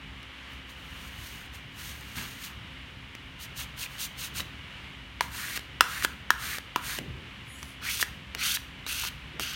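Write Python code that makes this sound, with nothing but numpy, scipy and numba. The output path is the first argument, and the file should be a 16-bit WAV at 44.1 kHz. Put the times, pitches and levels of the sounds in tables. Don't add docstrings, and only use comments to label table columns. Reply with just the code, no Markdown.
import sys
import numpy as np
from scipy import signal
from scipy.fft import rfft, irfft
from scipy.io import wavfile
from scipy.ndimage import uniform_filter1d
from numba import njit

SR = 44100
rng = np.random.default_rng(int(sys.argv[2]) if len(sys.argv) > 2 else 0)


def bounce(signal):
    frames = np.transpose(np.atleast_2d(signal))
    limited = np.clip(frames, -1, 1)
    pcm = np.round(limited * 32767).astype(np.int16)
    wavfile.write(sys.argv[1], SR, pcm)


N = 421155
TIME = np.arange(N) / SR


def undb(db):
    return 10 ** (np.asarray(db) / 20)


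def unit(x):
    return x / np.sqrt(np.mean(x ** 2))


def add(track, at_s, sound):
    start = int(at_s * SR)
    track[start:start + len(sound)] += sound[:N - start]


def decay(t, t60_s):
    return np.exp(-np.log(1000) * t / t60_s)


def swell(mid_s, half_s):
    return np.exp(-np.abs((TIME - mid_s) / half_s) ** 3)


def stroke(start_s, end_s, rise_s, lift_s=0.012):
    rise = np.sin(np.pi / 2 * np.clip((TIME - start_s) / rise_s, 0, 1)) ** 2
    return rise * np.clip(1 - (TIME - end_s) / lift_s, 0, 1)


def walk(rate_hz):
    hold = max(int(SR / rate_hz), 2)
    steps = np.repeat(rng.standard_normal(N // hold + 1), hold)
    return unit(uniform_filter1d(uniform_filter1d(steps, hold), hold)[:N])


def tint(x, colour):
    size = 8192
    hz, db = np.transpose(colour)
    gain = undb(np.interp(np.log(np.fft.rfftfreq(size, 1 / SR) + 1), np.log(hz), db))
    cepstrum = irfft(np.log(gain))
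    cepstrum[1:size // 2] *= 2
    cepstrum[size // 2 + 1:] = 0
    response = irfft(np.exp(rfft(cepstrum)))
    return signal.fftconvolve(x, response / np.linalg.norm(response))[:len(x)]


@njit
def svf(x, hz, width_hz):
    out, band, low = np.empty(len(x)), 0., 0.
    for i in range(len(x)):
        g, damping = np.tan(np.pi * hz[i] / SR), width_hz / hz[i]
        v = (band + g * (x[i] - low)) / (1 + g * (g + damping))
        band, low = 2 * v - band, low + 2 * g * v
        out[i] = damping * v
    return out


def resonate(x, hz, *widths_hz):
    centre_hz = np.clip(hz * np.ones(len(x)), 20, .45 * SR)
    for width_hz in widths_hz:
        x = svf(x, centre_hz, float(width_hz))
    return x


def slips(rate_hz, spread_db, chatter_db):
    happens = rng.random(N) < rate_hz / SR
    size = undb(spread_db * np.minimum(rng.exponential(size=N), 5))
    return unit(happens * size * rng.standard_normal(N) * undb(chatter_db * walk(130)))


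def catches():
    # middle t/s, half length/s, boost/dB
    snags = [(5.566, 0.01, 9), (6.048, 0.017, 15.5), (8.015, 0.0084, 14.5), (8.544, 0.0078, 2)]
    return undb(sum(db * swell(mid_s, half_s) for mid_s, half_s, db in snags))


def pulls(start_hz=1160, end_hz=2040, skid_s=0.042, brake_db=-3.5):
    # landing t/s, leaving t/s, wait/s, skid level/dB, hiss level/dB, ring level/dB
    strokes = [(5.21, 5.575, 0.076, -42, -41.5, -39.5), (5.81, 6.045, 0.031, -42, -42.5, -36),
               (6.305, 6.575, 0.056, -45, -40, -37), (6.76, 6.98, 0.036, -49, -38.5, -39)]
    # f/Hz, level/dB
    colour = [(250, -12.5), (780, -14.5), (1150, -3), (2700, -1.5), (3400, -3.5), (4300, -1.5), (5100, -7),
              (6600, -5), (7900, -10), (9300, -4), (10500, -14), (11800, -7.5), (15500, -10)]
    hiss_gain = ring_gain = 0
    for land_s, leave_s, wait_s, skid_db, hiss_db, ring_db in strokes:
        skid = stroke(land_s, leave_s, rise_s=0.0098) * np.exp(-np.abs(TIME - land_s) / skid_s)
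        brake = undb(brake_db * swell(leave_s, half_s=0.021))
        speed = stroke(land_s + wait_s, leave_s, rise_s=0.094) * brake
        hiss_gain += undb(skid_db) * skid + undb(hiss_db) * speed
        ring_gain += undb(ring_db) * (undb(2) * skid + speed)
    blade_hz = np.interp(TIME, np.array(strokes)[:, :2].ravel(), [start_hz, end_hz] * len(strokes))
    hiss = unit(tint(slips(14000, spread_db=1.2, chatter_db=0.1), colour))
    ring = unit(resonate(slips(7000, spread_db=0, chatter_db=2), blade_hz, 650, 1500))
    return undb(3) * hiss * hiss_gain * catches() + undb(-3.5) * ring * ring_gain


def scrapes(unbent_hz=2700, bend=0.081, drift=0.019, hiss_growth=1.03, ring_growth=0.77):
    # start t/s, end t/s, rise/s, hiss level/dB, hiss fade/(dB/s),
    # ring level/dB, ring fade/(dB/s), start f/Hz, end f/Hz
    strokes = [(7.8, 8.03, 0.11, -35.5, 10, -25.5, 94, 1140, 3760),
               (8.355, 8.56, 0.12, -32, 7, -23.5, 55, 1750, 3870),
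               (8.862, 9.085, 0.018, -40, -7, -37, -1, 2610, 2950),
               (9.396, 9.6, 0.012, -38.5, 74, -34.5, 23, 2870, 2930)]
    # f/Hz, width/Hz, level/dB
    modes = [(1465, 275, -1.5), (2110, 120, -2), (2670, 280, -1), (3110, 410, 0), (3490, 260, -3.5),
             (4210, 490, -2), (5840, 300, -4.5)]
    # f/Hz, level/dB
    colour = [(300, -18), (820, -28), (1300, -12.5), (2800, 3), (4400, 1), (5200, -1), (6400, 2.5),
              (7400, -4.5), (9000, 0), (10500, -4.5), (11800, -1.5), (15500, -4.5)]
    hiss_gain = ring_gain = 0
    for start_s, end_s, rise_s, hiss_db, hiss_fade, ring_db, ring_fade, _, _ in strokes:
        speed = stroke(start_s, end_s, rise_s)
        age_s = np.clip(TIME, start_s, end_s) - start_s
        hiss_gain += speed ** hiss_growth * undb(hiss_db - hiss_fade * age_s)
        ring_gain += speed ** ring_growth * undb(ring_db - ring_fade * age_s)
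    blade_hz = np.interp(TIME, np.array(strokes)[:, :2].ravel(), np.array(strokes)[:, -2:].ravel())
    hiss = unit(tint(slips(20000, spread_db=1.5, chatter_db=1.8), colour))
    stretch = (blade_hz / unbent_hz) ** bend * (1 + drift * walk(11))
    drive = slips(11000, spread_db=3, chatter_db=0.5)
    body = sum(undb(db) * resonate(drive, hz * stretch, width, 4 * width) for hz, width, db in modes)
    rasp = resonate(slips(7100, spread_db=0, chatter_db=3), blade_hz, 350, 2900)
    ring = undb(-3) * unit(body) + undb(-4) * unit(rasp)
    return undb(3) * hiss * hiss_gain * catches() + ring * ring_gain


def taps(crack_t60_s=0.012, contact_s=0.0001, spread_oct=0.35, detune=0.023):
    # t/s, ring level/dB, favoured f/Hz, crack level/dB
    hits = [(.23, -58, 4000, -38), (2.167, -36, 2480, -36), (3.151, -48, 2900, -30.5),
            (4.398, -33, 1750, -23), (4.404, -16, 3130, -25.5), (5.2084, -14.5, 1010, -12),
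            (5.575, -32, 1880, -22), (5.593, -37, 2610, -27.5), (5.808, -0.5, 1460, -1.5),
            (6.024, -25, 1840, -23), (6.048, -8.5, 1410, -9), (6.3045, -3, 1550, -7),
            (6.584, -29.5, 1890, -22), (6.76, -11.5, 1080, -14.5), (6.987, -28, 1970, -18.5),
            (7.629, -43, 2950, -25.5), (7.999, -31, 1500, -23), (8.0127, -29, 3800, -26),
            (8.027, -11.5, 1780, -14), (8.349, -33, 2420, -21), (8.571, -20, 2230, -32),
            (8.865, -24.5, 4090, -24), (9.036, -29.5, 1020, -33), (9.05, -28, 2970, -24.5),
            (9.3966, -30, 2160, -18)]
    # f/Hz, t60/s
    modes = [(960, 0.023), (1370, 0.013), (1790, 0.015), (2850, 0.0082), (4000, 0.017)]
    # f/Hz, level/dB
    colour = [(120, -25), (300, -1), (520, -4), (720, -8.5), (1100, 0), (2900, 1), (4800, -7), (6200, -8),
              (7800, -13), (9200, -14), (15500, -16)]
    out, t = np.zeros(N), TIME[:SR // 12]
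    for at_s, ring_db, favoured_hz, crack_db in hits:
        ring = 0
        for k, (hz, t60_s) in enumerate(modes):
            share = (-1) ** k / (1 + (np.log2(hz / favoured_hz) / spread_oct) ** 2)
            detuned_hz = hz * (1 + detune * rng.standard_normal())
            ring += share * np.sin(2 * np.pi * detuned_hz * t) * decay(t, t60_s)
        ring *= 1 - np.exp(-t / contact_s)
        crack = tint(rng.standard_normal(len(t)) * decay(t, crack_t60_s), colour)
        add(out, at_s, undb(ring_db - 1) * ring / np.abs(ring).max() + undb(crack_db - 2) * crack)
    return out


def pushes(firm_db=-45, rub_growth=0.31, drag_s=2.215, drag_db=9.3):
    # t/s, level/dB
    slow_push = [(0.45, -85), (0.53, -62), (0.65, -94), (0.7, -55), (0.75, -69), (1.08, -53.5), (1.11, -61),
                 (1.27, -49.5), (1.46, -60), (1.5, -85), (1.55, -50.5), (1.67, -96), (1.79, -47.5),
                 (1.89, -46.5), (1.99, -57.5), (2.14, -56), (2.17, -42.5), (2.38, -56), (2.45, -42.5),
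                 (2.56, -75)]
    # middle t/s, half length/s, level/dB
    shoves = [(3.429, 0.031, -45.5), (3.604, 0.038, -40), (3.818, 0.039, -38), (3.942, 0.05, -53.5),
              (4.029, 0.037, -35.5), (4.23, 0.047, -39), (4.382, 0.032, -37)]
    # f/Hz, level/dB
    colour = [(300, -29), (800, -24), (1400, -12), (2100, -11), (2900, -0.5), (4200, 1), (5100, -4),
              (6600, -1), (7600, -7), (9200, -3), (10500, -10), (11800, -5), (15500, -6)]
    push_s, push_db = np.transpose(slow_push)
    speed = undb(np.interp(TIME, push_s, push_db) + 1 - firm_db)
    speed *= stroke(push_s[0], push_s[-1], rise_s=0.03)
    speed += sum(undb(db - firm_db) * swell(mid_s, half_s) for mid_s, half_s, db in shoves)
    hiss = unit(tint(slips(16000, spread_db=-1.5, chatter_db=0.76), colour))
    pops = unit(tint(slips(200, spread_db=1, chatter_db=4), colour))
    rub = resonate(slips(6000, spread_db=1.5, chatter_db=2), 1680, 1900)
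    rub = unit(resonate(rub, 1640, 2400))
    sing = resonate(slips(8700, spread_db=1.5, chatter_db=6.5), 2680, 470)
    sing = unit(resonate(sing, 2600, 1500))
    slow = undb(-5 + drag_db * swell(drag_s, half_s=0.06)) * rub + undb(-20) * pops
    fast = undb(2) * hiss + undb(-7.5) * sing
    return undb(firm_db) * (fast * speed + slow * speed ** rub_growth)


def fingers(slip_hz=853, waver=0.004, flicker_db=5):
    # f/Hz, level/dB
    colour = [(3000, -5), (6800, -7), (8000, -10), (10200, -3), (11200, -7), (13000, -14), (15500, -14)]
    cycles = np.cumsum(slip_hz * (1 + waver * walk(60))) / SR
    harmonics = sum(undb(flicker_db * walk(25)) * np.sin(2 * np.pi * (k * cycles + rng.random()))
                    for k in range(8, 16))
    squeak = unit(tint(harmonics, colour))
    sizzle = unit(tint(slips(4000, spread_db=-1, chatter_db=0.5), colour))
    return undb(-54) * squeak * swell(7.54, 0.063) + undb(-53) * sizzle * swell(7.65, 0.095)


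def bench(rise_s=0.0035, low_hz=45):
    # t/s, level/dB, t60/s, upper edge f/Hz
    shudders = [(1.171, -38, 0.26, 90), (2.165, -38.5, 0.39, 255), (4.39, -42, 0.21, 600),
                (6.975, -40.5, 1, 405), (7.07, -36.5, 0.55, 130), (8.348, -38.5, 0.088, 550),
                (9.34, -45, 0.23, 480), (9.398, -34, 0.068, 580)]
    out, t = np.zeros(N), TIME[:SR]
    for at_s, db, t60_s, edge_hz in shudders:
        band = signal.butter(3, [low_hz, edge_hz], "band", fs=SR, output="sos")
        shake = unit(signal.sosfilt(band, rng.standard_normal(len(t))))
        add(out, at_s, undb(db) * shake * decay(t, t60_s) * (1 - np.exp(-t / rise_s)))
    return out


def room(x, level_db=-14, low_t60_s=0.38, treble_t60_s=0.33, split_hz=3500, first_s=0.0011):
    t = TIME[:SR // 2]
    noise = rng.standard_normal(len(t))
    low = signal.sosfilt(signal.butter(1, split_hz, fs=SR, output="sos"), noise)
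    tail = undb(3.5) * low * decay(t, low_t60_s) + (noise - low) * decay(t, treble_t60_s)
    tail *= t > first_s
    return undb(level_db) * signal.fftconvolve(x, tail / np.linalg.norm(tail))[:N]


def machinery(waver_db=2.4, drift=0.00501, rumble_db=-49, dip_db=-9.5, air_db=-47.5):
    # f/Hz, level/dB
    partials = [(66.5, -57), (199.5, -63.5), (266, -62.5), (532, -71.5)]
    # f/Hz, level/dB
    rumble_colour = [(22, -31), (36, -16), (50, -2.5), (67, 1), (88, -7), (110, -4), (145, -4.5),
                     (175, -10), (290, -16.5), (450, -25.5), (900, -53.5)]
    # f/Hz, level/dB
    air_colour = [(250, -6), (450, -10), (750, -9), (1000, -5), (1500, -4), (2200, 0), (2600, -2.5),
                  (2950, -0.5), (3500, -6), (4800, -17.5), (7000, -25), (11000, -31), (15500, -38)]
    motor_time_s = np.cumsum(1 + drift * walk(4)) / SR
    hum = 0
    for hz, db in partials:
        amplitude = np.sqrt(2) * undb(db + waver_db * walk(7.1))
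        hum += amplitude * np.sin(2 * np.pi * (hz * motor_time_s + rng.random()))
    rumble = unit(tint(rng.standard_normal(N), rumble_colour))
    rumble *= undb(rumble_db + dip_db * swell(0.4, half_s=0.12) + 1.2 * walk(10))
    air = unit(tint(rng.standard_normal(N), air_colour))
    whistle = resonate(rng.standard_normal(N), 2906, 120)
    whistle = unit(resonate(whistle, 2940, 600))
    return hum + rumble + (air + undb(-11) * whistle) * undb(air_db + 0.7 * walk(5.5))


def scene():
    work = pushes() + pulls() + scrapes() + taps() + fingers() + bench()
    return np.tile(work + room(work) + machinery(), (2, 1))


def record(dry, bass_hz=38, top_hz=15900):
    thin = signal.sosfilt(signal.butter(4, bass_hz, "high", fs=SR, output="sos"), dry)
    top_cut = signal.ellip(10, .1, 70, top_hz, fs=SR, output="sos")
    return signal.sosfilt(top_cut, np.clip(thin, -1, 1))


dry = scene()
out = record(dry)
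bounce(out)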